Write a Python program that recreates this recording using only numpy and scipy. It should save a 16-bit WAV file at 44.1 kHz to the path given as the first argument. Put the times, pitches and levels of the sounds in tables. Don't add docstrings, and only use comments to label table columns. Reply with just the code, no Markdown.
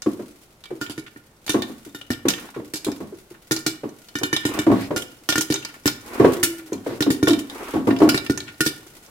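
import sys
import numpy as np
from scipy import signal
from scipy.fft import rfft, irfft, next_fast_len
from scipy.io import wavfile
from scipy.ndimage import map_coordinates

SR = 44100
rng = np.random.default_rng(int(sys.argv[2]) if len(sys.argv) > 2 else 0)


def digitize_waveform(pressure):
    field = np.atleast_2d(pressure).T
    bounded = np.clip(field, -1, 1)
    quanta = np.round(bounded * 32767).astype(np.int16)
    wavfile.write(sys.argv[1], SR, quanta)


N = 401310
AGE = np.arange(SR // 2) / SR


def amp(db):
    return 10 ** (np.asarray(db) / 20)


def unit(x):
    return x / np.sqrt(np.mean(x ** 2) + 1e-20)


def along(points, hz):
    f, v = np.transpose(points)
    return np.interp(np.log(hz + 1), np.log(f + 1), v)


def fade(t60):
    return np.exp(-np.log(1000) * AGE / t60)


def rise(attack):
    return 1 - np.exp(-AGE / attack)


def add(track, s, x):
    start = max(round(s * SR), 0)
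    track[:, start:start + x.shape[-1]] += x[..., :N - start]


def wander(x, step):
    return map_coordinates(rng.standard_normal(int(np.max(x) / step) + 4), [x / step])


# (f/Hz, correlation)
ALIKE = [(100, 0.98), (400, 0.85), (800, 0.75), (1500, 0.013), (12000, 0.03)]


def noise(gain, size=len(AGE)):
    hz = np.fft.rfftfreq(size, 1 / SR)
    turn = np.arccos(np.clip(along(ALIKE, hz), -1, 1)) / 2
    spectra = rfft(rng.standard_normal((2, size))) * gain(hz)
    mid, side = irfft(spectra * [np.cos(turn), np.sin(turn)], size)
    return unit(np.array([mid + side, mid - side]))


def colour(points):
    return lambda hz: amp(along(points, hz))


def resonance(centre_hz, q):
    return lambda hz: 1 / np.hypot(1, q * (hz / centre_hz - centre_hz / (hz + 1)))


# (t/s, crack level/dB, air thump level/dB, wall ring level/dB), levels before the layer trims
POPS = [(0.813, -20.5, -29, -33.5), (0.897, -22.5, -32, -49), (0.9786, -27, -30.5, -41.5),
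        (1.1611, -69, -41.5, -50), (1.4644, -22.5, -54, -61), (1.4938, -9, -25, -32),
        (1.947, -28.5, -34.5, -40), (2.1036, -19, -17.5, -30), (2.2836, -8, -28, -33),
        (2.7366, -14, -29.5, -38), (2.8457, -16.5, -45, -43), (3.5105, -13, -20, -27),
        (3.6636, -8, -22, -31.5), (4.154, -21, -26, -29.5), (4.233, -14, -21.5, -27),
        (4.3288, -17, -21.5, -21.5), (4.4525, -14.5, -17, -28), (4.589, -16.5, -21, -28.5),
        (4.962, -12.5, -26.5, -29.5), (5.289, -5.5, -25, -24.5), (5.3562, -13.5, -24, -24.5),
        (5.379, -9.5, -20.5, -28.5), (5.5017, -15, -16.5, -38), (5.857, -7.5, -15, -28),
        (6.4296, -6.5, -25.5, -25), (7.006, -13.5, -17.5, -29), (7.1033, -14, -16, -30),
        (7.2283, -18, -12, -30), (7.2719, -22, -26, -25.5), (7.2796, -9, -49, -48),
        (8.09, -6.5, -21, -23.5), (8.1445, -14.5, -18.5, -25.5), (8.2975, -18, -13.5, -31.5),
        (8.6058, -7, -20, -23), (8.6628, -8.5, -20.5, -28)]
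# (f/Hz, level/dB)
CRACK = [(200, -5), (700, -0.5), (1100, -5.5), (2500, 2), (3500, 4), (5500, 2.5), (8000, 0.5), (13000, -2),
         (16000, -8.5)]
RING_TILT_DB = 2.75


def pops():
    out = np.zeros((2, N))
    for s, crack_db, thump_db, ring_db in POPS:
        hull = lambda hz: colour(CRACK)(hz) * amp(4.6 * np.tanh(wander(hz, step=957)))
        splits = (rng.random(len(AGE)) < 330 / SR) * amp(2.0 * rng.standard_normal(len(AGE)))
        crackle = signal.lfilter([1], [1, -np.exp(-1 / (0.0038 * SR))], splits)
        tearing = unit((0.62 + crackle) * fade(0.12))
        crack = noise(hull) * fade(0.014) + amp(-23.0) * noise(hull) * tearing
        knock = noise(resonance(970, q=3.4)) * rise(0.00032) * fade(0.017)
        tilt_db = RING_TILT_DB * (crack_db - thump_db) / 10
        wall = wall_ring(scatter_db=3, drive=lambda hz: amp(tilt_db * np.log2(hz)))
        add(out, s, amp(crack_db - 5.5) * crack * rise(0.00046))
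        add(out, s, amp(thump_db + 10.5) * air_thump())
        add(out, s, amp(ring_db + 10.5) * (wall + amp(-7.5) * knock))
    return out


# (f/Hz, level/dB, t60/s)
AIR = [(109, -14, 0.033), (120.3, -14, 0.09), (238.8, -8.5, 0.052), (292.3, 0.5, 0.062), (377.4, -16, 0.15),
       (537, -4.5, 0.0094)]
ECHO_S, ECHO_DB = 0.01297, -10.5


def air_thump():
    stretch = 1 + 0.0457 * rng.normal()
    swing = lambda hz: np.sin(2 * np.pi * hz * stretch * AGE) * SR / (2 * np.pi * hz)
    flow = sum(amp(db) * fade(t60) * swing(hz) for hz, db, t60 in AIR) * rise(0.0014) ** 2
    thump = np.gradient(flow)
    return thump + amp(ECHO_DB) * np.interp(AGE - ECHO_S, AGE, thump, left=0)


# (f/Hz, level/dB, t60/s)
WALL = [(1422, 5.5, 0.2), (1805.5, 7.5, 0.11), (2322, -2.5, 0.33), (2900, -17.5, 0.58), (2957, -10.5, 0.4),
        (3090, -20, 0.15), (3643, -6, 0.19), (4210, -10, 0.11), (5050, -13.5, 0.33), (5190, -7, 0.026),
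        (5930, -6.5, 0.053), (6400, -20, 0.066), (7230, -13.5, 0.22)]
LID_T60_S, LID_SCATTER = .14, .35


def wall_ring(scatter_db, drive):
    ring = np.zeros((2, len(AGE)))
    common = rng.normal(size=(len(WALL), 1, 1))
    per_ear = .5 * rng.normal(size=(len(WALL), 2, 1))
    driven = np.array([amp(db) * drive(hz) for hz, db, _ in WALL])
    levels = amp(scatter_db * (common + per_ear)) * driven[:, None, None]
    knots = AGE[::SR // 150]
    for (hz, _, t60), level in zip(WALL, levels / np.linalg.norm(levels)):
        blur = np.interp(AGE, knots, 0.7 * rng.normal(size=len(knots)))
        detuned = hz * (1 + 0.0075 * rng.normal())
        ring += level * fade(t60) * np.sin(2 * np.pi * (detuned * AGE + rng.random((2, 1))) + blur)
    seating = np.exp(LID_SCATTER * rng.normal())
    return ring * rise(0.00013) * (fade(LID_T60_S * seating) + amp(-5.5))


# (t/s, note level/dB, f/Hz, length/s, steam rush level/dB)
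PUFFS = [(0.061, -8.5, 305, 0.023, -28.5), (0.194, -34, 328, 0.03, -38.5),
         (0.705, -18.5, 377.5, 0.032, -39.5), (1.542, -9.5, 323, 0.022, -22.5),
         (1.695, -28, 269, 0.022, -40), (1.861, -27.5, 312, 0.022, -48.5),
         (2.253, -7.5, 301.3, 0.023, -25.5), (2.562, -22.5, 350, 0.048, -36),
         (2.865, -14, 313, 0.029, -31.5), (3.003, -34, 282, 0.051, -36), (3.123, -23.5, 366, 0.023, -50),
         (3.307, -35, 320, 0.014, -51), (3.834, -19, 342, 0.029, -33.5), (4.213, -23, 354, 0.024, -34),
         (4.483, -18, 312, 0.024, -38), (4.573, -21, 314, 0.011, -31.5), (4.665, -3, 323.4, 0.06, -23),
         (4.714, -8, 298, 0.026, -20.5), (4.908, -21.5, 398, 0.052, -30), (6.197, -12, 321.3, 0.052, -18.5),
         (6.244, -5, 396, 0.031, -16.5), (6.72, -22, 301.6, 0.04, -34), (6.862, -27, 408, 0.093, -33),
         (7.062, -5, 300.4, 0.031, -28), (7.273, -16, 333, 0.013, -21), (7.291, -7, 334.2, 0.056, -32),
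         (7.737, -16, 316.6, 0.078, -27), (7.87, -7, 323, 0.053, -22.5), (8.002, -14, 326, 0.034, -22.5),
         (8.017, -3.5, 348.2, 0.048, -18)]
# (f/Hz, level/dB)
RUSH = [(30, -62), (80, -14.5), (135, 5), (175, -14), (240, 8), (420, 6), (680, -9), (1050, -10.5),
        (1500, -17.5), (2600, -26.5), (5000, -34), (12000, -41.5)]
# (f/Hz, level/dB)
HOLLOW = [(404, 8), (570, -2), (685, 3), (947, -2.5), (1114, 1.5)]


def puffs():
    out = np.zeros((2, N))
    hollow = lambda f: sum(amp(db) * resonance(hz, q=22)(f) ** 2 for hz, db in HOLLOW)
    for s, db, hz, length, rush_db in PUFFS:
        clock = np.cumsum(.84 + .4 * np.exp(-AGE / 0.0169)) / SR
        flutter = amp(3.5 * wander(AGE, step=0.0064))
        phase = 2 * np.pi * hz * clock + 0.39 * rng.normal(size=(2, 1)) + 0.45 * wander(AGE, step=0.00972)
        swelling = 1 / (1 + (AGE / length) ** 3)
        note = np.sin(phase) * flutter * rise(0.2 * length) * swelling
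        hiss = noise(lambda f: colour(RUSH)(f * 335 / hz))
        rush = np.array([np.interp(clock, AGE, ear) for ear in hiss])
        splitting = noise(lambda f: resonance(1400, q=0.9)(f) ** 2) * amp(2.5 * wander(AGE, step=0.00284))
        add(out, s, amp(rush_db - 10.5) * splitting * rise(0.00064) * fade(0.1))
        flow = rise(0.0015) * fade(0.13 + 3.55 * length)
        blown = amp(1.33 * rush_db + 5) * noise(hollow)
        add(out, s, amp(db - 4.5) * note + flow * (amp(rush_db + 8.5) * rush + blown))
    return out


# (t/s, level/dB)
THUDS = [(2.598, -18.5), (2.883, -12), (4.701, -6), (4.906, -13), (6.246, -3), (7.767, -9), (8.019, -7),
         (8.075, -7.5)]


def thuds():
    out = np.zeros((2, N))
    for s, db in THUDS:
        knock = noise(lambda hz: resonance(650, q=1)(hz) ** 2) * rise(.001) * fade(0.039)
        add(out, s, amp(db) * (air_thump() * fade(0.095) + amp(-10.5) * knock))
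    return out


# (t/s, level/dB, f/Hz)
TICKS = [(0.02, -17, 5900), (0.639, -25.5, 3740), (0.6555, -26.5, 3230), (0.864, -24, 3080),
         (1.4786, -14.5, 3400), (1.6209, -11, 3540), (2.013, -23.5, 2930), (2.1158, -16, 5050),
         (2.1328, -19, 3220), (2.2853, -3, 6600), (2.3035, -7, 4860), (2.336, -14, 3020),
         (2.917, -21.5, 5100), (3.5201, -7.5, 5980), (3.5639, -10.5, 4620), (4.086, -29.5, 4320),
         (4.186, -17, 5840), (4.364, -7, 3530), (5.022, -20, 3080), (5.3243, -6, 3380), (5.409, -8, 6130),
         (5.5233, -9.5, 4170), (5.5408, -8.5, 6080), (5.5577, -13.5, 3740), (5.6258, -24.5, 2790),
         (5.6492, -14, 4940), (5.876, -1.5, 5140), (6.73, -19, 6900), (7.024, -6, 3770),
         (7.3066, -11, 3880), (7.3323, -9, 3720), (7.3903, -20, 2780), (7.498, -20.5, 3850),
         (7.9638, -21, 3000), (7.9877, -23, 5230), (8.036, -30, 5500), (8.1763, -8, 3940),
         (8.264, -17, 3000), (8.3754, -13.5, 6440), (8.4036, -18.5, 3860)]
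# (t/s, level/dB)
SNAPS = [(3.518, -22), (3.589, -38), (3.671, -31), (4.186, -39), (5.0194, -34.5), (5.4104, -19.5),
         (5.5224, -28.5), (6.4344, -12.5), (7.113, -25.5), (7.3902, -32), (8.653, -27)]


def ticks():
    out = np.zeros((2, N))
    for s, db, hz in TICKS:
        add(out, s, tick(db, hz))
    for s, db in SNAPS:
        add(out, s, amp(db) * snap())
    for s, crack_db, _, _ in POPS:
        for wait, size, pitch in rng.random((2, 3)):
            landing_s = min(s + 0.019 + 0.4 * wait, (N - 1) / SR)
            add(out, landing_s, tick(crack_db - 34.5 + 10 * size, 3000 + 4500 * pitch))
    return out


def tick(db, hz):
    own = lambda f: resonance(hz, q=3)(f) ** 2 + amp(-14.0) * resonance(hz, q=.7)(f)
    phase = 2 * np.pi * (hz * AGE + rng.random((2, 1))) + 0.67 * wander(AGE, step=0.0029)
    ping = np.sin(phase) * fade(0.05)
    ringing = noise(own) * (0.78 * fade(0.045) + 1.27 * fade(0.011))
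    clack = noise(resonance(730, q=0.37)) * fade(0.068)
    body = ringing + amp(-4.5) * ping + amp(-4.5) * clack
    wall = wall_ring(scatter_db=4.5, drive=resonance(hz, q=1.8))
    return amp(db) * (amp(-14.0) * body * rise(0.00021) + amp(-16) * wall)


def snap():
    return noise(resonance(7400, q=1.0)) * fade(0.1) * rise(0.000098)


# (t/s, level/dB)
TUMBLES = [(1.062, -34.5), (2.1894, -43), (2.3794, -28), (2.4843, -37), (2.5411, -33), (3.342, -41),
           (4.4313, -27), (5.689, -32.5), (5.74, -33), (6.5894, -34.5), (7.9027, -19.5), (8.4775, -27.5)]


def tumbles():
    out = np.zeros((2, N))
    for s, db in TUMBLES:
        soft = resonance(1500 * 2 ** (0.37 * rng.normal()), q=0.84)
        scuff = noise(lambda hz: soft(hz) ** 2) * amp(3.3 * wander(AGE, step=.004)) * fade(0.089)
        wall = wall_ring(scatter_db=1.5, drive=soft)
        add(out, s, amp(db - 5.0) * (scuff + amp(1) * wall) * rise(0.0031))
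    return out


def shimmer(x, count, low_hz, high_hz, t60):
    hz = low_hz * (high_hz / low_hz) ** ((np.arange(count) + rng.random(count)) / count)
    modes = (np.exp(2j * np.pi * hz[:, None] * AGE[:SR // 10]) * fade(t60)[:SR // 10])

    def ring():
        shares = rng.normal(size=(2, count)) + 1j * rng.normal(size=(2, count))
        mixed = (shares @ modes).real
        return mixed / np.linalg.norm(mixed[0])
    return drifting(x, ring)


# (start t/s, length/s, level/dB, mid-glide f/Hz)
JETS = [(2.36, 0.16, -49.5, 1280), (4.457, 0.21, -36, 1200), (4.716, 0.18, -38.5, 1930),
        (5.723, 0.073, -55, 2070), (6.018, 0.43, -37.5, 1190), (6.834, 0.16, -44.5, 1860),
        (7.479, 0.37, -39, 1200)]
JET_GLIDE = 1.32


def steam():
    out = np.zeros((2, N))
    for s, length, db, pitch_hz in JETS:
        size = int(length * SR)
        u = np.linspace(0, 1, size)
        low, high = resonance(pitch_hz, q=1.7), resonance(2.1 * pitch_hz, q=2.2)
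        hiss = noise(lambda hz: low(hz) ** 2 + amp(-7.5) * high(hz) ** 2, 2 * size)
        clock = np.cumsum(JET_GLIDE ** (2 * u - 1))
        jet = np.array([map_coordinates(ear, [clock]) for ear in hiss])
        add(out, s, amp(db + wander(u * length, step=0.0236)) * unit(jet) * np.sin(np.pi * u))
    return out


WHISTLE_S, WHISTLE_DB = 6.29, -26
WHISTLE_ATTACK_S, WHISTLE_HOLD_S, WHISTLE_FADE_DB_PER_S = 0.11, 0.1, 97
WHISTLE_HZ, WHISTLE_SAG_HZ, WHISTLE_SAG_S = 400, 88, 0.16


def whistle():
    out = np.zeros((2, N))
    hz = WHISTLE_HZ - WHISTLE_SAG_HZ * rise(WHISTLE_SAG_S) + 7 * wander(AGE, step=0.0154)
    db = WHISTLE_DB - WHISTLE_FADE_DB_PER_S * np.maximum(AGE - WHISTLE_ATTACK_S - WHISTLE_HOLD_S, 0)
    level = amp(db + 2 * wander(AGE, step=0.0122)) * np.minimum(AGE / WHISTLE_ATTACK_S, 1)
    add(out, WHISTLE_S, level * np.sin(2 * np.pi * np.cumsum(hz) / SR))
    return out


# (f/Hz, level/dB)
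BOIL = [(24, -61), (40, -9.5), (175, -27), (227, -7), (336, -1), (371, -6), (436, -6), (576, -11),
        (2000, -19), (2600, -39.5), (4400, -120)]
# (f/Hz, level/dB)
FIZZ = [(590, -66), (1000, -33), (1430, 2), (1710, -17), (1870, -4.5), (2840, -6.5), (12300, -9),
        (16000, -13.5)]


def simmer(spits_per_s, spit_db):
    boil_db = boiling()
    drops = (rng.random(N) < spits_per_s / SR) * amp(5.5 * rng.standard_normal(N))
    spits = signal.lfilter([1], [1, -np.exp(-1 / (0.01 * SR))], drops)
    fizz = noise(colour(FIZZ), N) * (1 + amp(spit_db) * spits)
    murmur = noise(colour(BOIL), N) * amp(6.4 * np.tanh(wander(np.arange(N) / SR, step=0.011)))
    return amp(boil_db - 5.0) * murmur + amp(0.49 * boil_db - 30.0) * fizz


SIMMER_DB, HEATING_DB_PER_S = -69.5, 2.24
STIR_DB, SETTLE_DB_PER_S = -18.5, 46
SEEP_DB = 6.5


def boiling():
    t = np.arange(N) / SR
    power = amp(SIMMER_DB + HEATING_DB_PER_S * t) ** 2
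    for s, _, _, _, rush_db in PUFFS:
        power += (t > s) * amp(rush_db + STIR_DB - SETTLE_DB_PER_S * np.abs(t - s)) ** 2
    for s, length, db, _ in JETS:
        power += (amp(db + SEEP_DB) * np.sin(np.pi * np.clip((t - s) / length, 0, 1))) ** 2
    return 10 * np.log10(power)


# (f/Hz, t60/s)
KITCHEN = [(100, 0.76), (300, 0.38), (1500, 0.5), (5000, 0.31), (14000, 0.32)]


def kitchen():
    hz, t, z = signal.stft(noise(np.ones_like), SR, nperseg=256)
    decay = np.exp(-np.log(1000) * t / along(KITCHEN, hz)[:, None])
    tail = signal.istft(z * decay, SR, nperseg=256)[1]
    return np.pad(tail / np.linalg.norm(tail[0]), ((0, 0), (SR // 100, 0)))


DRIFT_S = .4


def drifting(x, response):
    out = np.zeros((2, N))
    step = int(DRIFT_S * SR)
    for centre in range(0, N + step, step):
        span = np.arange(max(centre - step, 0), min(centre + step, N))
        part = x[:, span] * (1 - np.abs(span - centre) / step)
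        add(out, span[0] / SR, signal.fftconvolve(part, response(), axes=1))
    return out


def room_rumble():
    return amp(-56) * noise(resonance(58, q=0.18), N)


def scene():
    sharp = (pops() + ticks()) * amp([[-.6], [.6]]) + tumbles()  # left, right gain in dB
    sharp = sharp + amp(-5) * shimmer(sharp, count=110, low_hz=2699.0, high_hz=13140, t60=0.042)
    dull = puffs() + thuds()
    room = drifting(amp(-10.0) * sharp + amp(-8.5) * dull, kitchen)
    oil = simmer(spits_per_s=45, spit_db=0)
    return sharp + dull + room + steam() + whistle() + oil + room_rumble()


TOP_HZ = 15900


def record(dry):
    held = dry / (1 + (1.05 * dry) ** 4) ** (1 / 4)
    size = next_fast_len(N + SR // 2)
    return irfft(rfft(held, size) * (np.fft.rfftfreq(size, 1 / SR) < TOP_HZ), size)[:, :N]


dry = scene()
out = record(dry)
digitize_waveform(out)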